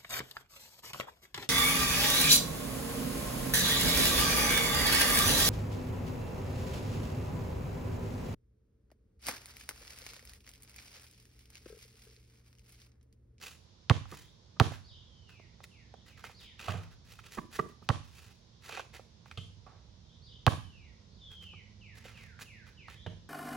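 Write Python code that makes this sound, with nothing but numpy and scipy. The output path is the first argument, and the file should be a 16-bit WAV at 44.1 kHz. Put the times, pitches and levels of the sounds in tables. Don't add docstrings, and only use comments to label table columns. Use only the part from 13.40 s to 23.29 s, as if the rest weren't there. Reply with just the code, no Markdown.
import sys
import numpy as np
from scipy import signal
from scipy.fft import rfft, irfft, next_fast_len
from scipy.io import wavfile

SR = 44100
rng = np.random.default_rng(int(sys.argv[2]) if len(sys.argv) > 2 else 0)


def waveform_to_disk(signal):
    frames = np.transpose(np.atleast_2d(signal))
    scaled = np.clip(frames, -1, 1) * 32767
    samples = np.round(scaled).astype(np.int16)
    wavfile.write(sys.argv[1], SR, samples)


N = 436149
T = np.arange(N) / SR
BLOW = T[:SR // 2]

# (frequency [Hz], spectral density [dB])
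TRAFFIC_SPECTRUM = [(13, -59), (22, -18), (30, -53), (42, -2), (91, 3), (108, -4), (139, -4), (183, -4.5),
                    (211, -9.5), (312, -23), (500, -21.5), (650, -35), (1100, -120)]
# (time [s], level [dB])
TRAFFIC_LEVEL = [(0, -64), (2.5, -62), (5.2, -64), (6.6, -60), (7.6, -59), (8.2, -61.5), (9.89, -58.5)]
# (frequency [Hz], spectral density [dB])
LEAF_SPECTRUM = [(180, -24), (300, 2.5), (762, -8), (1030, -6.5), (1140, -11.5), (1720, -15), (2650, -16),
                 (3520, -8.5), (4670, -10.5), (5160, -9.5), (6300, -14.5), (7440, -25), (11300, -40),
                 (12700, -43), (16000, -64)]
# (time [s], pitch [Hz], level [dB])
ENGINE_HUM = [(0, 112, -69), (2, 115, -61), (5, 116, -60.5), (7.5, 109.6, -64), (8.05, 97.3, -53.5),
              (8.751, 109.7, -53), (9.3, 108.7, -60.5)]

# (delay [s], length [s], start [Hz], end [Hz], bend [exponent], level [dB])
FLOURISH_NOTES = [(0, .05, 4040, 5190, .6, -3), (.045, .045, 4300, 2898, .6, 0.5),
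                  (.102, .05, 2850, 3850, .9, -3)]
# (time [s], level [dB])
FLOURISH_CALLS = [(1.441, -55), (2.944, -53.5), (6.82, -55), (7.72, -63.5)]
# (delay [s], length [s], start [Hz], end [Hz], bend [exponent], level [dB])
CHIP_NOTES = [(0, .04, 3950, 3000, .9, -5), (.06, .065, 3100, 4050, 0.99, -1.5)]
# (time [s], level [dB])
CHIP_CALLS = [(.76, -63), (2.49, -65), (5.07, -71), (6.63, -63), (9.51, -56)]
# (delay [s], length [s], start [Hz], end [Hz], bend [exponent])
SLUR_HEAD, SLUR_TAIL = (0, .36, 3831, 2850, .34), (.225, .205, 2930, 1830, 1.05)
# (time [s], pitch [ratio], head [dB], tail [dB])
SLUR_CALLS = [(1.64, 0.98, -69.5, -63.5), (7.09, .98, -67, -63.5), (7.802, 1.03, -54, -57)]
# (time [s], length [s], level [dB])
WHISTLE_CALLS = [(2.306, 0.15, -64.5), (2.674, .115, -65), (3.007, 0.14, -63), (8.406, 0.16, -57),
                 (8.733, 0.22, -58), (9.05, .2, -56.5), (9.369, 0.15, -57)]

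# (band centre [Hz], level [dB], t60 [s])
YARD_SCATTER = [(60, -11.5, 0.96), (118, -17, 0.39), (250, -16.5, .4), (496, -14.5, 0.2), (990, -18, 0.38),
                (2000, -15.5, 0.46), (3980, -14.5, .42), (7850, -7.5, 0.4), (16000, -21, .22)]
# (delay [s], level [dB], cut-off [Hz], left over right [dB])
WALL_ECHOES = [(0.031, -28.5, 1497, 1.5), (0.044, -31, 3070, 14.5), (.055, -24.5, 1240, -10),
               (.068, -22, 925, 9.5), (.103, -26, 400, 1.5), (0.143, -52.5, 1200, 11)]
# (time [s], distance from the microphone [m])
BALL_DISTANCE = [(.5, 3.16), (1.2, 3.9), (7, 4.5)]

# (frequency [Hz], spectral density [dB])
GRIT_SPECTRUM = [(150, -43), (250, 0), (444, 2.5), (686, -5.5), (1020, -0.5), (2570, 0), (7310, -8),
                 (8400, -11), (11300, -11), (13200, -11), (14700, -13.5), (16000, -5)]
# (time of hardest push [s], length [s], level [dB], brightness [dB])
SOLE_DRAGS = [(0.05, 0.096, -50, 7.5), (.743, .13, -56, 7.5), (2.24, .013, -53, 7),
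              (2.684, 0.053, -57.5, 2.5), (3.017, .06, -61.5, 6.5), (3.285, .13, -45.5, -5.5),
              (3.525, 0.036, -61.5, -1), (3.721, 0.068, -58, 7), (3.942, 0.065, -55, 9.5),
              (4.154, 0.079, -50, 7.5), (4.776, 0.18, -62.5, 6.5), (5.264, 0.085, -53.5, 3),
              (5.347, 0.076, -41, -17), (5.551, 0.037, -46, -2), (7.924, .05, -62, 2),
              (8.031, 0.048, -61, 3), (8.572, 0.045, -58, 5), (8.696, 0.19, -56.5, -7),
              (9.014, .032, -48, 6.5), (9.516, .045, -55.5, -3)]
# (start [s], end [s])
SHUFFLE_SPANS = [(3.4, 5.0), (8.6, 9.1)]
# (time [s], slap [dB], slap pitch [Hz], skid [dB])
FOOTFALLS = [(.655, -42.5, 690, -71), (1.318, -37, 470, -49.5), (1.893, -47, 1825, -61),
             (1.997, -45.5, 500, -77.5), (2.204, -43.5, 750, -71), (2.54, -39, 606, -78),
             (2.775, -49, 2090, -55.5), (2.841, -32, 1000, -48.5), (2.896, -43.5, 744, -64),
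             (3.194, -37, 2620, -50.5), (3.79, -39, 1740, -63), (3.84, -48, 1890, -57),
             (4.891, -50, 2260, -70), (5.294, -34, 905, -57), (5.374, -28.5, 814, -62),
             (5.395, -28, 970, -71), (5.595, -39.5, 490, -66), (5.858, -46, 895, -63.5),
             (5.913, -34.5, 1910, -65), (8.654, -43, 427, -66.5), (8.775, -45, 2190, -61),
             (8.991, -41, 1440, -62), (9.268, -48, 1840, -60), (9.483, -39, 1360, -58.5)]

# (frequency [Hz], level [dB], t60 [s])
FRAME_MODES = [(98.24, 0.5, 0.62), (115, 4, 0.143), (165.4, -3, 0.29), (228, -0.5, 0.071),
               (309, -16.5, 0.13), (439, 3.5, 0.036)]
# (frequency [Hz], level [dB], t60 [s])
RIM_MODES = [(662, 5.5, 0.065), (1050, -13, 0.17), (1183, 11, 0.053), (1500, -11, 0.094), (2070, -5, 0.062),
             (2470, 2, 0.018)]
# (frequency [Hz], level [dB], t60 [s])
BRACKET_MODES = [(2900, -5, 0.13), (3074, -1, 0.14), (3220, -2.5, 0.12), (3530, 3, 0.028),
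                 (6400, -21, 0.051)]
# (time [s], frame [dB], rim [dB], bracket [dB], rattle [dB], rattle decay [s])
HOOP_STRIKES = [(3.282, -34, -34, -38, -54, .015), (3.292, -33, -42, -55, -40, 0.023),
                (3.34, -31.5, -48, -65, -47, 0.064), (5.974, -35, -52, -31.5, -60, 0.013),
                (6.265, -58, -56, -74.5, -57.5, 0.084), (9.663, -32.5, -60.5, -39, -36, 0.0073)]

# (frequency [Hz], level [dB], t60 [s])
SKIN_MODES = [(440, -5.5, 0.0265), (665, -7, 0.018), (1060, -10, .015), (1210, 3.5, 0.021),
              (1550, -2, 0.008), (1800, -9, .012), (2430, -19, .012)]
# (frequency [Hz], level [dB], t60 [s])
CAVITY_MODES = [(997, -27.5, 0.29), (1610, -44, 0.23), (2120, -48, .2), (2687, -45.5, .25),
                (3460, -41, 0.32), (3550, -37.5, 0.21)]
# (time [s], level [dB], air ring [dB])
HAND_TOUCHES = [(.720, -33, -4), (.734, -39, -10), (1.162, -46, -7), (3.971, -29, -9), (3.98, -24.5, -12),
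                (4.1884, -16.5, -23), (4.418, -44.5, -16), (8.132, -45, -19)]
# (time [s], level [dB], top snap [dB], shell wave [dB], shell wave [Hz], lift-off [dB])
BALL_BOUNCES = [(0.4979, -7.5, -30.5, -1, 1010, -4), (1.1993, -8.5, -12, 6.5, 989, -4),
                (4.4898, -14.5, -17.5, 4.5, 935, 1), (7.0657, -10, -9.5, 6, 828, 2)]


def from_db(db):
    return 10 ** (np.asarray(db) / 20)


def rms_one(x):
    return x / np.sqrt(np.mean(x ** 2) + 1e-20)


def peak_one(x):
    return x / np.abs(x).max()


def cut(x, hz, kind, order=2):
    sections = signal.butter(order, np.clip(hz, 10, .48 * SR), kind, fs=SR, output="sos")
    return signal.sosfilt(sections, x + 1e-18)


def add(track, s, sound):
    start = max(round(s * SR), 0)
    track[start:start + len(sound)] += sound[:len(track) - start]


def stereo_noise(size, alike):
    return np.sqrt(alike) * rng.standard_normal(size) + np.sqrt(1 - alike) * rng.standard_normal((2, size))


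def filtered_noise(size, hz, kind):
    return rms_one(cut(rng.standard_normal(size), hz, kind))


def colour(x, spectrum):
    hz, db = np.transpose(spectrum)
    size = next_fast_len(N)
    bins = np.maximum(np.fft.rfftfreq(size, 1 / SR), 1)
    gain = from_db(np.interp(np.log(bins), np.log(hz), db))
    roll_off = np.minimum(bins / hz[0], 1) ** 2 * np.minimum(hz[-1] / bins, 1) ** 2
    return rms_one(irfft(rfft(x, size) * gain * roll_off, size)[..., :N])


def ring(modes):
    return sum(from_db(db + rng.normal(0, 1.2) - 60 * BLOW / t60) * np.sin(2 * np.pi * hz * BLOW)
               for hz, db, t60 in modes)


def burst(decay_s):
    return rng.standard_normal(len(BLOW)) * np.exp(-BLOW / decay_s)


def swell(centre_s, width_s):
    return np.exp(-((BLOW - centre_s) / width_s) ** 2) * np.minimum(BLOW * 1000, 1)


def glide(start_hz, end_hz, settle_s):
    pitch = end_hz + (start_hz - end_hz) * np.exp(-BLOW / settle_s)
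    return np.cos(2 * np.pi * np.cumsum(pitch) / SR)


def traffic():
    level = from_db(np.interp(T, *np.transpose(TRAFFIC_LEVEL)) + 5.5)
    return level * colour(stereo_noise(N, alike=.93), TRAFFIC_SPECTRUM)


def leaves():
    hiss = colour(stereo_noise(N, alike=.045), LEAF_SPECTRUM)
    return from_db(-64.5) * cut(hiss, 300, "high", order=1)


def far_engine(octave_db=-9, unsteady_hz=3):
    s, hz, db = np.transpose(ENGINE_HUM)
    wander = np.interp(T, np.arange(100) / 10, rng.standard_normal(100))
    phase = 2 * np.pi * np.cumsum(np.interp(T, s, hz) + unsteady_hz * wander) / SR
    return from_db(np.interp(T, s, db)) * (np.sin(phase) + from_db(octave_db) * np.sin(2 * phase))


def bird_notes(top_hz=3454, drop_hz=2030, drop_s=.2, whistle_bend=.45):
    notes = []
    for syllable, calls in ((FLOURISH_NOTES, FLOURISH_CALLS), (CHIP_NOTES, CHIP_CALLS)):
        for s, db in calls:
            notes += [(s + delay_s, *shape, db + part_db) for delay_s, *shape, part_db in syllable]
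    for s, ratio, *levels in SLUR_CALLS:
        for (delay_s, length_s, start_hz, end_hz, bend), db in zip((SLUR_HEAD, SLUR_TAIL), levels):
            notes.append((s + delay_s, length_s, ratio * start_hz, ratio * end_hz, bend, db))
    for s, length_s, db in WHISTLE_CALLS:
        end_hz = top_hz - drop_hz * (length_s / drop_s) ** whistle_bend
        notes.append((s, length_s, top_hz, end_hz, whistle_bend, db))
    return notes


def bird(trees_t60_s=.53, build_s=.015, fade_db=7, waver=.014, clear_note_s=.08):
    song, direct = np.zeros(N), np.zeros(N)
    for s, length_s, start_hz, end_hz, bend, db in bird_notes():
        progress = np.linspace(0, 1, int(length_s * SR))
        pitch = start_hz + (end_hz - start_hz) * progress ** bend
        pitch *= 1 + waver * filtered_noise(len(progress), 198.5, "low")
        phase = 2 * np.pi * np.cumsum(pitch) / SR
        edges = np.minimum(np.minimum(progress, 1 - progress) * 14, 1)
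        effort = edges * from_db(db + fade_db * (.5 - progress))
        note = effort * (np.sin(phase) + from_db(-33) * np.sin(2 * phase))
        add(song, s, note)
        add(direct, s, note * min(length_s / clear_note_s, 1))
    t = T[:SR]
    trees = stereo_noise(SR, alike=.3) * from_db(-60 * t / trees_t60_s) * (1 - np.exp(-t / build_s))
    trees /= np.linalg.norm(trees[0])
    add(direct, .038, from_db(-10.5) * direct)
    return from_db(-2) * direct + from_db(1) * signal.fftconvolve(song[None], trees)[:, :N]


def yard(x, build_s=.028):
    t, response = T[:SR], np.zeros((2, SR))
    for hz, db, t60 in YARD_SCATTER:
        tail = from_db(-60 * t / t60) * (1 - np.exp(-(t / build_s) ** 2))
        band = cut(stereo_noise(SR, alike=.18), [hz / np.sqrt(2), hz * np.sqrt(2)], "band")
        response += from_db(db) * band * tail / np.linalg.norm(tail)
    for delay_s, db, wall_hz, pan_db in WALL_ECHOES:
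        echo = cut(signal.unit_impulse(len(BLOW)), wall_hz, "low", order=1)
        add(response[0], delay_s, from_db(db + pan_db / 2) * echo)
        add(response[1], delay_s, from_db(db - pan_db / 2) * echo)
    return signal.fftconvolve(x[None], response)[:, :N]


def near_ground(x, scatter_db=-12, spread_s=.006):
    scatter = stereo_noise(SR // 20, alike=0) * np.exp(-T[:SR // 20] / spread_s)
    response = cut(scatter, [250, 5000], "band", order=1)
    response /= np.linalg.norm(response[0])
    return from_db(scatter_db) * signal.fftconvolve(x[None], response)[:, :N]


def sole_slides(skid_lag_s=.011, rise_s=.013, fall_s=.036, rise_share=.37, shuffle_gap_s=.2):
    skids = [(s + skid_lag_s, rise_s, fall_s, db, -2) for s, _, _, db in FOOTFALLS]
    drags = [(s, rise_share * length_s, (1 - rise_share) * length_s, db, bright_db)
             for s, length_s, db, bright_db in SOLE_DRAGS]
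    shuffles = [(s + shuffle_gap_s * rng.random() / 2, rise_s, fall_s, rng.normal(-68, 1), 5.5)
                for start, end in SHUFFLE_SPANS for s in np.arange(start, end, shuffle_gap_s)]
    return skids + drags + shuffles


def scuffs(grains_per_s=7000, grain_db=1.5, clump_db=3, clump_hz=70, bright_hz=4500, hollow_db=-10):
    clumps = from_db(clump_db * np.clip(filtered_noise(N, clump_hz, "low"), -2, 2))
    strengths = rng.standard_normal(N) * from_db(grain_db * np.minimum(rng.exponential(1, N), 5))
    breaks_loose = rng.random(N) < grains_per_s / SR
    scrape = colour(clumps * strengths * breaks_loose, GRIT_SPECTRUM)
    treble = cut(scrape, bright_hz, "high", order=1)
    out = np.zeros(N)
    for s, rise_s, fall_s, db, bright_db in sole_slides():
        span = slice(max(int((s - .4) * SR), 0), int((s + .4) * SR))
        t = T[span] - s
        push = np.exp(-np.where(t < 0, (t / rise_s) ** 2, np.abs(t / fall_s) ** 1.4))
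        resonance = signal.iirpeak(rng.uniform(1500, 2900), Q=6, fs=SR)
        hollow = from_db(hollow_db) * rms_one(signal.lfilter(*resonance, scrape[span]))
        out[span] += from_db(db) * push * (scrape[span] + (from_db(bright_db) - 1) * treble[span] + hollow)
    return out


def sandal_slaps(snap_db=-11, snap_db_per_octave=5):
    out = np.zeros(N)
    for s, db, hz, _ in FOOTFALLS:
        puff = peak_one(cut(burst(.0033), [.55 * hz, 1.5 * hz], "band"))
        snap = peak_one(cut(burst(.00095), [1000, 7000], "band"))
        crispness = from_db(snap_db + snap_db_per_octave * np.log2(hz / 1000))
        add(out, s, from_db(db + 1) * peak_one(puff + crispness * snap))
    return out


def rattling(modes):
    out = 0
    for hz, db, t60 in modes:
        band = cut(rng.standard_normal(SR), [.96 * hz, 1.04 * hz], "band", order=1)[-len(BLOW):]
        out = out + from_db(db - 60 * BLOW / t60) * rms_one(band)
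    return out


def hoop(frame_rise_s=.0082, metal_rise_s=.00047):
    out = np.zeros(N)
    frame_envelope = (1 - BLOW / BLOW[-1]) * (1 - np.exp(-BLOW / frame_rise_s))
    metal_onset = 1 - np.exp(-BLOW / metal_rise_s)
    for s, frame_db, rim_db, bracket_db, rattle_db, rattle_s in HOOP_STRIKES:
        frame = from_db(frame_db) * ring(FRAME_MODES) * frame_envelope
        rim = from_db(rim_db) * rattling(RIM_MODES)
        bracket = from_db(bracket_db) * (rattling(BRACKET_MODES) + ring(BRACKET_MODES)) / 2
        clatter = cut(burst(rattle_s), [250, 1700], "band", order=1)
        rattle = from_db(rattle_db + 12) * cut(clatter, 1580, "low")
        add(out, s, frame + (from_db(-7) * (rim + bracket) + rattle) * metal_onset)
    return out


def hands(fingers_s=.0062, medium_db=-28.5, medium_hz=1400, db_per_octave=22):
    out = np.zeros(N)
    for s, db, ring_db in HAND_TOUCHES:
        force_db = db - medium_db
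        contact_hz = medium_hz * 2 ** (force_db / db_per_octave)
        fingers = rng.standard_normal(len(BLOW)) * swell(fingers_s, .005)
        skin = signal.fftconvolve(ring(SKIN_MODES), fingers)[:len(BLOW)]
        slap = peak_one(skin) + from_db(-10) * cut(fingers, [300, 3000], "band", order=1)
        push = from_db(-9 - .25 * force_db) * glide(800, 130, .005) * swell(.012, .009)
        air = from_db(ring_db + 11.5) * ring(CAVITY_MODES) * (1 - np.exp(-BLOW / fingers_s))
        add(out, s, from_db(db) * cut(slap + push + air, contact_hz, "low", order=1))
    return out


def rubber_crack(snap_db):
    click = signal.unit_impulse(len(BLOW))
    crack = 2 * cut(cut(click, [1400, 3700], "band"), 550, "high", order=1)
    snap = from_db(snap_db) * cut(click, 8500, "high")
    skin = ring([(1930, -24.5, .0077), (3090, -25.5, .0021)])
    grit = cut(burst(.0016), [900, 5500], "band", order=1)
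    return from_db(12) * (crack + snap + skin) + from_db(-19) * grit


def bounces(crack_follows=.27, squash_follows=.45):
    out = np.zeros(N)
    for s, db, snap_db, wave_db, wave_hz, lift_db in BALL_BOUNCES:
        crack = from_db(crack_follows * wave_db) * rubber_crack(snap_db)
        wave = from_db(wave_db - 12) * glide(1.9 * wave_hz, .35 * wave_hz, .0039) * swell(.0036, .0032)
        thump = -from_db(-1.5) * glide(225, 70, .011) * swell(.014, .0076)
        squash_tone = glide(480, 210, .0074) * swell(.012, .011)
        squash_noise = .33 * filtered_noise(len(BLOW), [300, 600], "band") * swell(.014, .013)
        squash = from_db(squash_follows * wave_db - 14.5) * (squash_tone + squash_noise)
        flap_tone = glide(1500, 950, .011) * swell(.012, .002186)
        flap_noise = .37 * filtered_noise(len(BLOW), [700, 1800], "band") * swell(.014, .004)
        flap = from_db(lift_db - 9.5) * (flap_tone + flap_noise)
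        flutter = from_db(-24) * cut(burst(.011), [400, 2600], "band", order=1)
        air = from_db(-13.5) * ring(CAVITY_MODES)
        add(out, s, from_db(db) * (crack + wave + thump + squash + flap + flutter + air))
    return out


def scene(lowest_hz=42, yard_reach_m=3.1):
    sources = np.array([bounces(), hands() + sandal_slaps() + scuffs(), hoop()])
    ball, player, basket = cut(sources, lowest_hz, "high", order=1)
    direct = ball + player + basket
    left = np.interp(np.arange(N) - 1, np.arange(N), direct)
    ball_send = ball * np.interp(T, *np.transpose(BALL_DISTANCE)) / yard_reach_m
    player_send = from_db(-3) * player + from_db(3) * cut(player, 410, "low", order=1)
    echoes = yard(ball_send + player_send + from_db(7.5) * basket)
    game = np.array([left, direct]) + near_ground(direct) + echoes
    return game + bird() + traffic() + leaves() + far_engine()


def record(dry, left_bass_db=-7, shelf_hz=2500, cutoff_hz=15900):
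    left = dry[0] + (from_db(left_bass_db) - 1) * cut(dry[0], shelf_hz, "low", order=1)
    ports = np.array([left, dry[1]])
    for notch_hz, q in ((13500, 6), (8400, 12)):
        ports = signal.lfilter(*signal.iirnotch(notch_hz, q, fs=SR), ports)
    return signal.sosfilt(signal.ellip(10, .1, 80, cutoff_hz, fs=SR, output="sos"), ports)


dry = scene()
out = record(dry)
waveform_to_disk(out)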